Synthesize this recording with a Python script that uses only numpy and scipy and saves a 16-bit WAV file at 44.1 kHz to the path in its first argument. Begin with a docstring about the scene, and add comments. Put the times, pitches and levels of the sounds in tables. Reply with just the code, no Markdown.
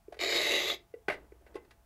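"""A small steel tool in a hand-held fixture is drawn once across the abrasive plate of a bench sharpener. Grit
plucks the tool, whose resonances shift along the stroke, and shakes the housing beneath. The fixture bumps and
is set down with a clack; the tool rings briefly as it is lifted off. One microphone, close to the bench, in a
small workshop with soft air noise and a faint hum."""
import sys
import numpy as np
from scipy import signal
from scipy.fft import rfft, irfft
from scipy.io import wavfile

SR = 44100
rng = np.random.default_rng(int(sys.argv[2]) if len(sys.argv) > 2 else 0)


def waveform_to_disk(signal):
    """Save audio, clipped to [-1, 1], as 16-bit WAV at the path in sys.argv[1]."""
    frames = np.transpose(np.atleast_2d(signal))
    scaled = np.clip(frames, -1, 1) * 32767
    samples = np.round(scaled).astype(np.int16)
    wavfile.write(sys.argv[1], SR, samples)


N = 81585


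def undb(db):
    """Decibels to gain."""
    return 10 ** (np.asarray(db) / 20)


def unit(x):
    """Scale to an rms of 1."""
    return x / np.sqrt(np.mean(x ** 2))


def unit_energy(response):
    """Scale an impulse response to an energy of 1."""
    return response / np.linalg.norm(response)


def times():
    """Time of every sample."""
    return np.arange(N) / SR


def curve(points):
    """Gain along (time [s], level [dB]) points, silent outside them."""
    return undb(np.interp(times(), *np.array(points).T, left=-150, right=-150))


def on_log_axis(hz, points):
    """Read (frequency [Hz], value) points at these frequencies."""
    point_hz, values = np.array(points).T
    return np.interp(np.log(hz + 1), np.log(point_hz), values)


def noise(colour):
    """Noise with an rms of 1, coloured by (frequency [Hz], level [dB]) points."""
    gain = undb(on_log_axis(np.fft.rfftfreq(N, 1 / SR), colour))
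    return unit(irfft(rfft(rng.standard_normal(N)) * gain, N))


def walk(hz):
    """Smooth random wandering with a spread of 1."""
    return unit(np.interp(times() * hz, np.arange(N), rng.standard_normal(N)))


def swell(t, rise_s):
    """A push that peaks at 1 after rise_s and dies away."""
    u = np.maximum(t, 0) / rise_s
    return u * np.exp(1 - u)


def roughen(force):
    """Rough contact: random signs turn a smooth force into noise."""
    return force * rng.choice([-1, 1], N)


def butterworth(x, kind, hz, order):
    """Low-pass or high-pass a sound."""
    return signal.sosfilt(signal.butter(order, hz, kind, fs=SR, output="sos"), x)


def through(x, response):
    """Pass a sound through an impulse response."""
    return signal.fftconvolve(x, response)[:N]


def resonator(rows, floor_db, size=8192):
    """Response of steep (frequency [Hz], width [Hz], level [dB]) resonances over a flat floor."""
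    hz = np.fft.rfftfreq(size, 1 / SR)
    peaks = [undb(db) / (1 + (2 * (hz - centre) / width) ** 2) for centre, width, db in rows]
    power = undb(floor_db) ** 2 + sum(peak ** 2 for peak in peaks)
    cepstrum = irfft(np.log(power) / 2)
    cepstrum[1:size // 2] *= 2  # folding the cepstrum makes the response causal
    cepstrum[size // 2 + 1:] = 0
    return unit_energy(irfft(np.exp(rfft(cepstrum))))


# workshop air all around the microphone (frequency [Hz], relative level [dB])
AIR_COLOUR = [(22, -17), (40, -0.5), (60, -5), (100, -7), (200, -17), (450, -28), (800, -21), (1500, -27.5),
              (4000, -35.5), (9000, -36), (15500, -36)]
# steady hum in the room (frequency [Hz], level [dB])
HUM_TONES = [(678, -78), (850, -82)]
# low drone while the hands move (time [s], level [dB])
DRONE_LEVEL = [(0, -99), (.14, -63.5), (.45, -64), (.72, -64), (.8, -67), (.9, -81), (1.0, -74),
               (1.1, -65.5), (1.35, -61.5), (1.6, -64.5), (1.7, -72), (1.85, -68)]


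def room_tone(air_db=-67, drone_hz=60):
    """Soft air noise, a faint steady hum and a low wavering drone."""
    t = times()
    hum = sum(undb(db) * np.sin(2 * np.pi * (hz * t + rng.random())) for hz, db in HUM_TONES)
    drone = curve(DRONE_LEVEL) * np.sin(2 * np.pi * drone_hz * t + 0.42 * walk(hz=8.3))
    return undb(air_db) * noise(AIR_COLOUR) + np.sqrt(2) * (hum + drone)


# reverberation of the small workshop (frequency [Hz], t60 [s])
WORKSHOP_DECAY = [(150, 0.54), (500, 0.2), (2000, 0.19), (5000, 0.18), (14000, 0.085)]


def workshop(direct, bench_db=-11.5, tail_db=-12.5, tail_delay_s=0.0042):
    """The microphone gets the direct sound, quick reflections off the bench, then a short room tail."""
    t = times()[:SR // 2]
    hz, frame_s, spectrum = signal.stft(rng.standard_normal(len(t)), SR, nperseg=256)
    fade = undb(-60 * frame_s / on_log_axis(hz, WORKSHOP_DECAY)[:, None])
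    tail = signal.istft(spectrum * fade, SR)[1][:len(t)] * (t > tail_delay_s)
    bench = rng.standard_normal(len(t)) * swell(t, rise_s=0.00353)
    reflections = undb(bench_db) * unit_energy(bench) + undb(tail_db) * unit_energy(tail)
    return direct + through(direct, reflections)


# hands moving the fixture at the bench (time [s], level [dB])
HANDLING_LEVEL = [(1.1, -49), (1.2, -56.5), (1.28, -68.5), (1.38, -71.5), (1.44, -73.5), (1.5, -68),
                  (1.62, -64.5), (1.82, -80)]
# dull rustle of those hands (frequency [Hz], relative level [dB])
RUSTLE_COLOUR = [(30, -3), (58, -2.5), (110, -20), (250, -6.5), (420, -4), (900, -15.5), (2000, -23.5),
                 (5000, -42.5), (14000, -45.5)]


def handling(flutter_db=2.5):
    """Hands make a low, uneven rustle as they move the fixture."""
    return curve(HANDLING_LEVEL) * noise(RUSTLE_COLOUR) * undb(flutter_db * walk(hz=40))


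# free ring of the steel tool as it is lifted (frequency [Hz], level [dB], t60 [s])
LIFT_MODES = [(857, -47.5, 0.11), (1066, -47, 0.14), (2050, -55, 0.17)]


def lift(start_s=1.558):
    """The tool rings briefly as it comes free."""
    age = np.maximum(times() - start_s, 0)
    return sum(undb(db - 60 * age / t60) * np.sin(2 * np.pi * hz * age) for hz, db, t60 in LIFT_MODES)


# modes of the sharpener's housing on the bench (frequency [Hz], relative level [dB], t60 [s])
HOUSING_MODES = [(163, -22.5, 0.07), (247, -17.5, 0.1), (343, -3.5, .05), (391.5, 0.5, .075),
                 (459, -1.5, 0.072), (570.7, -2.5, .05), (674, -2.5, .06), (787, -5.5, 0.027),
                 (876, -8, .05)]


def housing_ring():
    """A tap sets the housing's damped modes ringing with alternating signs; peak 1."""
    t = times()[:SR // 2]
    ring = sum((-1) ** k * undb(db - 60 * t / t60) * np.sin(2 * np.pi * hz * t)
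               for k, (hz, db, t60) in enumerate(HOUSING_MODES))
    return ring / np.abs(ring).max()


# fingers and fixture scuffing (frequency [Hz], relative level [dB])
SCUFF_COLOUR = [(200, -44), (1000, 10.5), (2500, 4.5), (4500, 3), (7000, -8.5), (9500, -8), (12000, -10.5),
                (15500, -53)]
# resonances of the fixture (frequency [Hz], width [Hz], relative level [dB])
FIXTURE_RESONANCES = [(165, 35, -12), (250.5, 50, -7), (384, 45, 1.5), (686, 330, 0.5), (1244, 280, -5),
                      (1521, 110, 4.5), (1647, 130, 0.5), (1950, 100, -10), (1988, 340, 3), (2357, 400, -5),
                      (2743, 260, -6.5), (3400, 650, -19.5), (4540, 600, -23.5)]
# bumps of the fixture on the housing, close to the microphone
# (time [s], thump pitch [Hz], thump [dB], housing ring [dB], clack [dB], scuff [dB], contact rise [s])
BUMPS = [(.081, 404, -38.5, -68, -64, -86, 0.00096), (.1225, 668, -40.5, -42.5, -55, -56.5, 0.0036),
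         (.141, 457, -75, -48, -57, -60.5, 0.0041), (0.166, 437, -51, -49, -61, -64.5, 0.0048),
         (0.1906, 449.6, -44, -40, -60, -62, .0015), (0.9384, 455, -34, -59, -57, -70.5, 0.0029),
         (1.0817, 403, -26.5, -34, -27.5, -44, 0.0031), (1.089, 600, -44, -48, -30.5, -57, 0.0021),
         (1.097, 597, -58, -50, -29, -48, 0.0053), (1.116, 444, -71, -54, -44.5, -52.5, 0.01),
         (1.14, 427, -45, -51, -46.5, -63, 0.003), (1.32, 400, -44.5, -65, -60.5, -71.5, 0.0017),
         (1.462, 449, -65, -49.5, -60, -70, 0.0069), (1.542, 450, -59, -51, -62, -62, 0.004),
         (1.5532, 403, -30, -50, -59, -55, 0.0049), (1.562, 456, -49, -45, -55, -84, 0.0066),
         (1.648, 450, -69, -68, -76, -67.5, 0.0027), (1.707, 457, -76, -78, -60, -59.5, 0.0047)]


def fixture_bumps(thump_rise_s=0.0038, tail_rise_s=0.0098, tail_db=-16):
    """Each bump thumps and rings the housing; its rough contact makes the fixture clack and scuff."""
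    t, ring, scuff = times(), housing_ring(), noise(SCUFF_COLOUR)
    thumps = rings = scuffs = clack_force = 0
    for start_s, hz, thump_db, ring_db, clack_db, scuff_db, contact_rise_s in BUMPS:
        age = np.maximum(t - start_s, 0)
        contact = swell(age, contact_rise_s)
        push = swell(age, thump_rise_s) ** 2 + undb(tail_db) * swell(age, tail_rise_s) ** 2
        thumps += undb(thump_db) * push * np.sin(2 * np.pi * hz * age)
        rings += undb(ring_db) * np.interp(age, t[:len(ring)], ring, right=0)
        scuffs += undb(scuff_db) * contact * scuff
        clack_force += undb(clack_db) * contact
    clacks = through(roughen(clack_force), resonator(FIXTURE_RESONANCES, floor_db=-46.5))
    return butterworth(thumps, "high", hz=260, order=2) + rings + scuffs + clacks


# coarse grains along the plate (time [s], relative level [dB])
COARSE_GRAINS = [(0.1903, -2), (0.1972, -7.5), (0.2245, 5.5), (.273, 7), (0.348, -2.5), (0.478, -0.5),
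                 (0.5135, -10), (0.537, -4), (.562, 6), (0.6996, 7.5)]


def catches(rise_s=0.00135):
    """Coarse grains catch the edge, each with a short, rough jolt."""
    jolts = sum(undb(db) * swell(times() - start_s, rise_s) for start_s, db in COARSE_GRAINS)
    return butterworth(roughen(jolts), "low", hz=4500, order=1)


def grit(grains_per_s=14000, spread_db=2.95):
    """Fine grains pluck the edge at random, a few much harder than the rest."""
    hits = rng.random(N) < grains_per_s / SR
    plucks = hits * rng.standard_normal(N)
    strength = undb(spread_db * np.minimum(rng.exponential(size=N), 5))
    return unit(plucks * strength)


# resonances of the steel tool on the plate, with relative levels at three points of the stroke
# (mid-stroke frequency [Hz], width [Hz], early level [dB], middle level [dB], late level [dB])
TOOL_RESONANCES = [(1166, 280, -10.5, -13, -13), (1600, 290, -8.5, -16, -17), (1961, 290, -3.5, -13, -9.5),
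                   (2072, 220, -2, 6, -3), (2250, 360, 2.5, -14.5, -6), (2715, 410, -17, 0.5, -10),
                   (2984, 260, -5.5, -9.5, -13), (3500, 280, -10.5, -4, 0.5), (3854, 260, -1.5, 2.5, -2),
                   (3800, 190, 3.5, -15, -20), (4307, 205, 1.5, -10, -10.5), (4605, 230, -9, -10, -14),
                   (4953, 300, -5, -12, -13.5), (5350, 600, -14, -26, -22), (6400, 1250, -20, -13, -17.5),
                   (6850, 370, -9.5, -33, -20.5), (7520, 520, -14, -19.5, -20),
                   (10480, 1480, -25, -22.5, -29.5), (12000, 1400, -29, -22.5, -33),
                   (12560, 700, -24, -25.5, -18.5), (13400, 1100, -25, -41, -42.5)]
EARLY_MIDDLE_LATE_S = [0.3, 0.56, 0.65]


def tool_ring(drive, moments_s, sag_per_s=0.025):
    """The plucked tool rings; its resonances sink slightly and change balance as the edge travels."""
    ring = 0
    for moment_s, weights in zip(moments_s, np.eye(len(moments_s))):
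        tuning = 1 - sag_per_s * (moment_s - moments_s.mean())
        resonances = [(hz * tuning, width, np.interp(moment_s, EARLY_MIDDLE_LATE_S, levels))
                      for hz, width, *levels in TOOL_RESONANCES]
        crossfade = np.interp(times(), moments_s, weights)
        ring += through(drive * crossfade, resonator(resonances, floor_db=-39.5))
    return ring


# pressure of the tool on the plate, close to the microphone (time [s], relative level [dB])
STROKE_PRESSURE = [(.19, -26), (.201, -7.5), (.212, -0.5), (.29, -1), (.35, 2.5), (.44, 1), (.55, 3),
                   (.62, -.5), (.67, -0.5), (.71, -.5), (.742, -9), (.77, -29.5)]


def sharpening_stroke(tool_db=-32.5, shake_db=-39.5, shake_db_per_s=-3, chatter_db=1):
    """Grit and catches ring the tool; the drag shakes the housing, less as the stroke goes on."""
    plucks = grit()
    force = curve(STROKE_PRESSURE) * undb(chatter_db * walk(hz=140.7))
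    drive = butterworth(plucks * force, "low", hz=14100, order=4) + catches()
    moments_s = np.linspace(STROKE_PRESSURE[0][0], STROKE_PRESSURE[-1][0], num=9)
    drag = roughen(force) * undb(shake_db + shake_db_per_s * (times() - moments_s.mean()))
    return undb(tool_db) * tool_ring(drive, moments_s) + through(drag, unit_energy(housing_ring()))


def scene():
    """The work at the bench, heard in mono from close by, over the room tone."""
    at_bench = handling() + sharpening_stroke() + fixture_bumps() + lift()
    return (workshop(at_bench) + room_tone())[None]


def record(dry):
    """The recorder cuts the treble steeply above 15.7 kHz."""
    return signal.sosfilt(signal.ellip(10, .2, 70, 15700, fs=SR, output="sos"), dry)


dry = scene()
out = record(dry)
waveform_to_disk(out)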